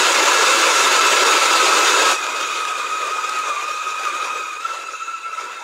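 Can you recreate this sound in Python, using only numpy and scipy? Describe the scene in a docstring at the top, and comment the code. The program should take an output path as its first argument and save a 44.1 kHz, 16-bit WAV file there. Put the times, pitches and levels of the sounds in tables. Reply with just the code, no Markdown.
"""Under an open porch, a food processor grinds nuts on a table, heard through a small mono microphone.
Churning crumbs force the bowl into a resonant roar, pieces snap on the blade, and the base bumps the
table. After two seconds the roar drops at once and fades on, leaving the whine of the drive's meshing
teeth, which sags in pitch when lumps brake the blade and throbs with its turns."""
import sys
import numpy as np
from scipy import signal
from scipy.fft import irfft, next_fast_len
from scipy.io import wavfile
from scipy.ndimage import uniform_filter1d, minimum_filter1d

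SR = 44100
rng = np.random.default_rng(int(sys.argv[2]) if len(sys.argv) > 2 else 0)


def waveform_to_disk(signal):
    """Save audio, clipped to [-1, 1], as 16-bit WAV at the path in sys.argv[1]."""
    frames = np.transpose(np.atleast_2d(signal))
    scaled = np.clip(frames, -1, 1) * 32767
    samples = np.round(scaled).astype(np.int16)
    wavfile.write(sys.argv[1], SR, samples)


N = 248283


def gain_of(db):
    """The decibel law: a tenfold amplitude for every 20 dB."""
    return 10 ** (np.asarray(db) / 20)


def unit_rms(x):
    """Normalisation to unit mean power."""
    return x / np.sqrt(np.mean(x ** 2) + 1e-20)


def curves(rows, t):
    """Linear interpolation of each column over time."""
    times, *columns = np.transpose(rows)
    return [np.interp(t, times, column) for column in columns]


def spectrum_db(rows, hz):
    """A spectral envelope, interpolated over logarithmic frequency."""
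    f, db = np.transpose(rows)
    return np.interp(np.log(hz + 1), np.log(f + 1), db)


def hump(t, peak_s, length_s, rise_share=0.54):
    """A raised-cosine envelope: up to 1 at peak_s and back to 0."""
    u = (t - peak_s) / np.where(t < peak_s, rise_share * length_s, (1 - rise_share) * length_s)
    return np.cos(np.pi / 2 * np.clip(u, -1, 1)) ** 2


def drift(width_hz):
    """Low-pass Gaussian noise of rms 1, changing about width_hz times a second."""
    size = next_fast_len(N)
    hz = np.fft.rfftfreq(size, 1 / SR)
    hz = hz[hz < 4 * width_hz]
    real, imag = rng.standard_normal((14000, 2))[:len(hz)].T
    rolloff = np.exp(-(hz[:len(real)] / width_hz) ** 2)
    return unit_rms(irfft((real + 1j * imag) * rolloff, size)[:N])


def mottle(shape, bins, frames):
    """A random field of rms 1, correlated in frequency and time by moving averages."""
    field = rng.standard_normal(shape[::-1]).T
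    return unit_rms(uniform_filter1d(uniform_filter1d(field, bins, axis=0), frames, axis=1))


def rough_tone(hz, steady, wobble_hz, narrow_hz, wide_hz, skirt, swell=0):
    """Random modulation broadens a spectral line of even strength; swell lifts the carrier alone."""
    carrier = np.exp(2j * np.pi * np.cumsum(hz + wobble_hz * drift(30)) / SR)
    fuzz = drift(narrow_hz) + 1j * drift(narrow_hz) + skirt * (drift(wide_hz) + 1j * drift(wide_hz))
    strength = np.sqrt(uniform_filter1d(abs(steady + fuzz) ** 2, size=4000) / 2)
    return (((steady + fuzz) / strength + swell) * carrier).real


# Envelope of the roar: t/s, level/dB, low-frequency lift/dB
ROAR_LEVELS = [(0, -20, 1.2), (1.2, -20.5, 1.2), (2.12, -20.5, 1.7), (2.17, -31.5, -0.5), (2.33, -32.5, 3),
               (2.41, -30.5, 0), (2.85, -34.5, 1.1), (3.4, -34.5, 1.7), (3.8, -36.5, -.5), (4.25, -35, 3.3),
               (4.57, -42, -0.5), (4.69, -39, 3), (5.16, -45.5, -2.5), (5.3, -46.5, 4), (5.42, -40.5, 3.5),
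               (5.63, -46, 3.5)]
# Spectral density of the loud roar: f/Hz, relative level/dB
LOUD_SPECTRUM = [(18, -77), (30, -58), (199, -33.5), (345, -9), (449, -5.5), (569, -6), (684, -12),
                 (1350, -2), (1860, -9.5), (2610, -6.5), (2980, -9.5), (3670, -9), (5310, -15),
                 (6900, -12.5), (16000, -40.5)]
# Spectral density of the faint roar: f/Hz, relative level/dB
FAINT_SPECTRUM = [(15, -83), (25, -50), (127, -48.5), (489, -19.5), (840, -23.5), (1160, -16), (1330, -3),
                  (1840, -22), (2410, -18.5), (2610, -17), (2990, -27.5), (3720, -22), (4490, -32.5),
                  (6740, -26.5), (16000, -55)]
# Resonances of the bowl, plus a broad lift of faint hiss at the very top: f/Hz, bandwidth/Hz, gain/dB
ROAR_PEAKS = [(356, 106, 2), (550, 55, 3), (984, 142, 5.5), (2110, 98, 3), (3650, 240, 2.5),
              (4795, 220, 4.5), (5770, 120, 4), (6780, 660, 4), (15300, 2400, 4.5)]


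def bowl_roar(t, loud_db=-25.5, faint_db=-61, impacts_per_s=300):
    """Forced vibration: churning crumbs and flying nut pieces excite the bowl."""
    sizes = gain_of(3 * np.minimum(rng.exponential(1, N), 5))
    impacts = sizes * rng.standard_normal(N) * (rng.random(N) < impacts_per_s / SR)
    force = rng.standard_normal(N) + gain_of(-12) * unit_rms(impacts)
    force *= gain_of(0.91 * drift(27))  # lumps thrown round the bowl
    hz, frame_s, spectra = signal.stft(force, SR, nperseg=1024, noverlap=768)
    level_db, lift_db = curves(ROAR_LEVELS, frame_s)
    loud = np.clip((level_db - faint_db) / (loud_db - faint_db), 0, 1)
    colour_db = np.outer(spectrum_db(LOUD_SPECTRUM, hz), loud)
    colour_db += np.outer(spectrum_db(FAINT_SPECTRUM, hz), 1 - loud)
    colour_db += sum(db / (1 + (2 * (hz - f) / width) ** 2) for f, width, db in ROAR_PEAKS)[:, None]
    colour_db += np.outer(1 / (1 + (hz / 1630) ** 4), lift_db)  # heavier pieces rumble
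    colour = gain_of(colour_db)
    colour /= np.linalg.norm(colour[(hz > 2900) & (hz < 9000)], axis=0)  # the level refers to this band
    patches_db = (1.5 + 2.5 * (1 - loud)) * mottle(spectra.shape, bins=6, frames=9)
    streaks_db = 1.55 * mottle(spectra.shape, bins=2, frames=8)  # thin flickering tones
    spectra = spectra * colour * gain_of(patches_db + streaks_db)
    roar = signal.istft(spectra, SR, nperseg=1024, noverlap=768)[1][:N]
    return np.sqrt(len(hz)) * roar * gain_of(curves(ROAR_LEVELS, t)[0])


# Mesh frequency with the blade running free: t/s, f/Hz
FREE_PITCH = [(0, 1340), (1.5, 1324), (2.1, 1297), (2.2, 1257), (4.58, 1261), (4.64, 1335), (5.63, 1327)]
# Envelope of the whine: t/s, fundamental level/dB, octave level/dB
WHINE_LEVELS = [(0, -26, -27), (.7, -25, -28.5), (1.05, -22, -26), (1.4, -22, -29), (1.7, -20.5, -25),
                (2.12, -24.5, -25), (2.17, -29.5, -30.5), (2.7, -26.5, -32.5), (3.6, -26.5, -33),
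                (4.4, -26.5, -32), (4.63, -32.5, -38.5), (5.0, -33.5, -37.5), (5.2, -37.5, -38.5),
                (5.35, -34.5, -40.5), (5.63, -39, -43.5)]


def drive_whine(t, roar_db, blade_hz=19, blade_depth=0.13, overtone_sag_share=0.4):
    """Gear-mesh tones: unevenly meshing teeth give rough partials that follow the motor speed."""
    free_hz, = curves(FREE_PITCH, t)
    sag_hz = load_sag(t)
    mesh_hz = free_hz - sag_hz
    upper_hz = free_hz - overtone_sag_share * sag_hz
    level_db, octave_db = curves(WHINE_LEVELS, t)
    gain = gain_of(level_db + 0.93 * drift(4.2))
    turns = np.cumsum(blade_hz * (1 + 0.101 * drift(2.94))) / SR
    blade = 1 + blade_depth * np.cos(2 * np.pi * turns)
    mesh = gain * rough_tone(mesh_hz, 2.57 * blade, 12, 40, 137, 1.13, swell=load_throbs(t) / gain)
    octave = gain_of(octave_db) * rough_tone(1.985 * upper_hz, 1.37, 15.9, 64, 170, 0.89)
    third = gain_of(octave_db - 12) * rough_tone(2.97 * upper_hz, 1.3, 24.67, 67, 250, 0.4)
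    fifth = gain_of(-48) * late_sheen(t) * rough_tone(4.99 * mesh_hz, 1.6, 29.7, 60, 200, 0.39)
    return mesh + octave + third + fifth + side_whistle(t, mesh_hz, roar_db)


def side_whistle(t, mesh_hz, roar_db):
    """An inharmonic partial, a major third above the whine, follows the roar and stands out once."""
    gain = gain_of(roar_db - 11.5 + 2.5 * drift(3.8))
    gain += gain_of(-28.5) * hump(t, peak_s=0.39, length_s=0.37)
    return gain * rough_tone(1.25 * mesh_hz, 1.5, 7.63, 22, 60, 0.3)


def blade_hiss(t, roar_db, centre_hz=6850):
    """Aerodynamic noise: air over the blade hisses in a narrow, wandering band."""
    gain = gain_of(roar_db - 17.5 + drift(3.2)) + gain_of(-50) * late_sheen(t)
    return gain * rough_tone(centre_hz + 80 * drift(4.3), 0.54, 49.7, 130, 600, 0.99)


def table_rumble(roar_db, width_hz=110):
    """Structure-borne sound: the table rumbles faintly, more as the roar grows."""
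    gain = gain_of(-81) + gain_of(roar_db - 44)
    return gain * gain_of(3 * drift(9)) * drift(width_hz)


# Nut pieces snapping on the blade: t/s, peak level before filtering/dB
NUT_SNAPS = [(0.3456, -12), (0.8689, -8), (0.9268, -5), (1.3997, -11), (1.8455, -4), (2.3485, -19),
             (2.4138, -16), (3.2944, -15), (3.3887, -16)]


def nut_snaps(t60_s=0.019, band_hz=(2200, 8450)):
    """Brittle fracture: each snap is a bright burst of exponentially decaying noise."""
    out, t = np.zeros(N + SR), np.arange(2000) / SR
    cracks = rng.standard_normal((len(NUT_SNAPS), len(t))) * gain_of(-60 * t / t60_s)
    for (start_s, db), crack in zip(NUT_SNAPS, cracks):
        out[round(start_s * SR):][:len(t)] += gain_of(db) * crack / abs(crack).max()
    return signal.sosfilt(signal.butter(2, band_hz, "bandpass", fs=SR, output="sos"), out[:N])


# Bumps of the base on the table: t/s, level/dB
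BASE_BUMPS = [(.64, -50.5), (2.12, -51), (2.38, -60), (3.3, -57), (3.67, -60), (3.99, -63), (4.65, -54),
              (5.38, -63)]


def base_bumps(hz=95, length_s=0.02):
    """Impulsive excitation: each push on the table gives a faint pulse of about two low cycles."""
    out, t = np.zeros(N + SR), np.arange(round(length_s * SR)) / SR
    push = np.sin(2 * np.pi * hz * t) * np.hanning(len(t))
    for start_s, db in BASE_BUMPS:
        out[round(start_s * SR):][:len(t)] += gain_of(db) * push
    return out[:N]


# Strong throbs of the whine: t/s at the peak, level of the added tone/dB, duration/s
LOAD_THROBS = [(0.994, -16, 0.039), (1.612, -16, 0.032), (2.074, -18.5, 0.059), (2.723, -24, 0.022),
               (2.93, -24, .05), (2.994, -27, 0.02), (3.022, -30, 0.027), (3.137, -24.5, 0.081),
               (3.188, -23, 0.031), (3.25, -26, 0.037), (3.336, -27, 0.041), (3.39, -25, 0.055),
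               (3.507, -21, 0.023), (3.68, -25, .03), (3.877, -25, 0.043), (4.069, -22, 0.035),
               (4.656, -16, 0.028), (4.716, -21.5, 0.024), (4.928, -29, 0.044), (5.028, -24.5, .035),
               (5.091, -26.5, 0.067), (5.145, -22, 0.042), (5.265, -25.5, .06), (5.337, -27, 0.039),
               (5.386, -22, 0.037), (5.448, -25.5, .04), (5.577, -29, 0.045)]


def load_throbs(t):
    """Amplitude modulation: the mesh tone swells under load and lets go again."""
    return sum(gain_of(db) * hump(t, s, length_s, rise_share=0.46) for s, db, length_s in LOAD_THROBS)


# Lumps braking the blade: t/s at the lowest pitch, drop in f/Hz, duration/s
LOAD_SAGS = [(1.6, 55.1, .25), (2.78, 65, .14), (3.049, 50.05, .12), (3.53, 70, .36), (4.09, 75, .14),
             (4.53, 35, .18), (4.919, 60, .17)]


def load_sag(t):
    """Load torque slows the motor: the pitch drops quickly and recovers more slowly."""
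    return sum(drop_hz * hump(t, s, length_s, rise_share=0.22) for s, drop_hz, length_s in LOAD_SAGS)


def late_sheen(t):
    """Common modulation: the fifth partial and the hiss swell together once, near the end."""
    return hump(t, peak_s=5, length_s=0.7)


def scene():
    """Superposition: the sources add to one signal, the same in both channels."""
    t = np.arange(N) / SR
    roar_db = curves(ROAR_LEVELS, t)[0]
    mono = bowl_roar(t) + drive_whine(t, roar_db) + blade_hiss(t, roar_db)
    mono += nut_snaps() + table_rumble(roar_db) + base_bumps()
    return np.array([mono, mono])


def record(dry, ceiling=0.76, bass_hz=59.6, edge_hz=15720):
    """Limiting and filtering: a fast limiter holds the peaks down; bass is thinned, top treble cut."""
    held_peak = -minimum_filter1d(-abs(dry), size=301)
    envelope = uniform_filter1d(uniform_filter1d(held_peak, size=151), size=151)
    limited = dry / (1 + (envelope / ceiling) ** 6) ** (1 / 6)
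    thin = signal.lfilter(*signal.butter(1, bass_hz, "highpass", fs=SR), limited)
    lowpass = signal.firwin(1023, edge_hz, window=("kaiser", 9), fs=SR)
    return signal.oaconvolve(thin, lowpass[None], "same")


dry = scene()
out = record(dry)
waveform_to_disk(out)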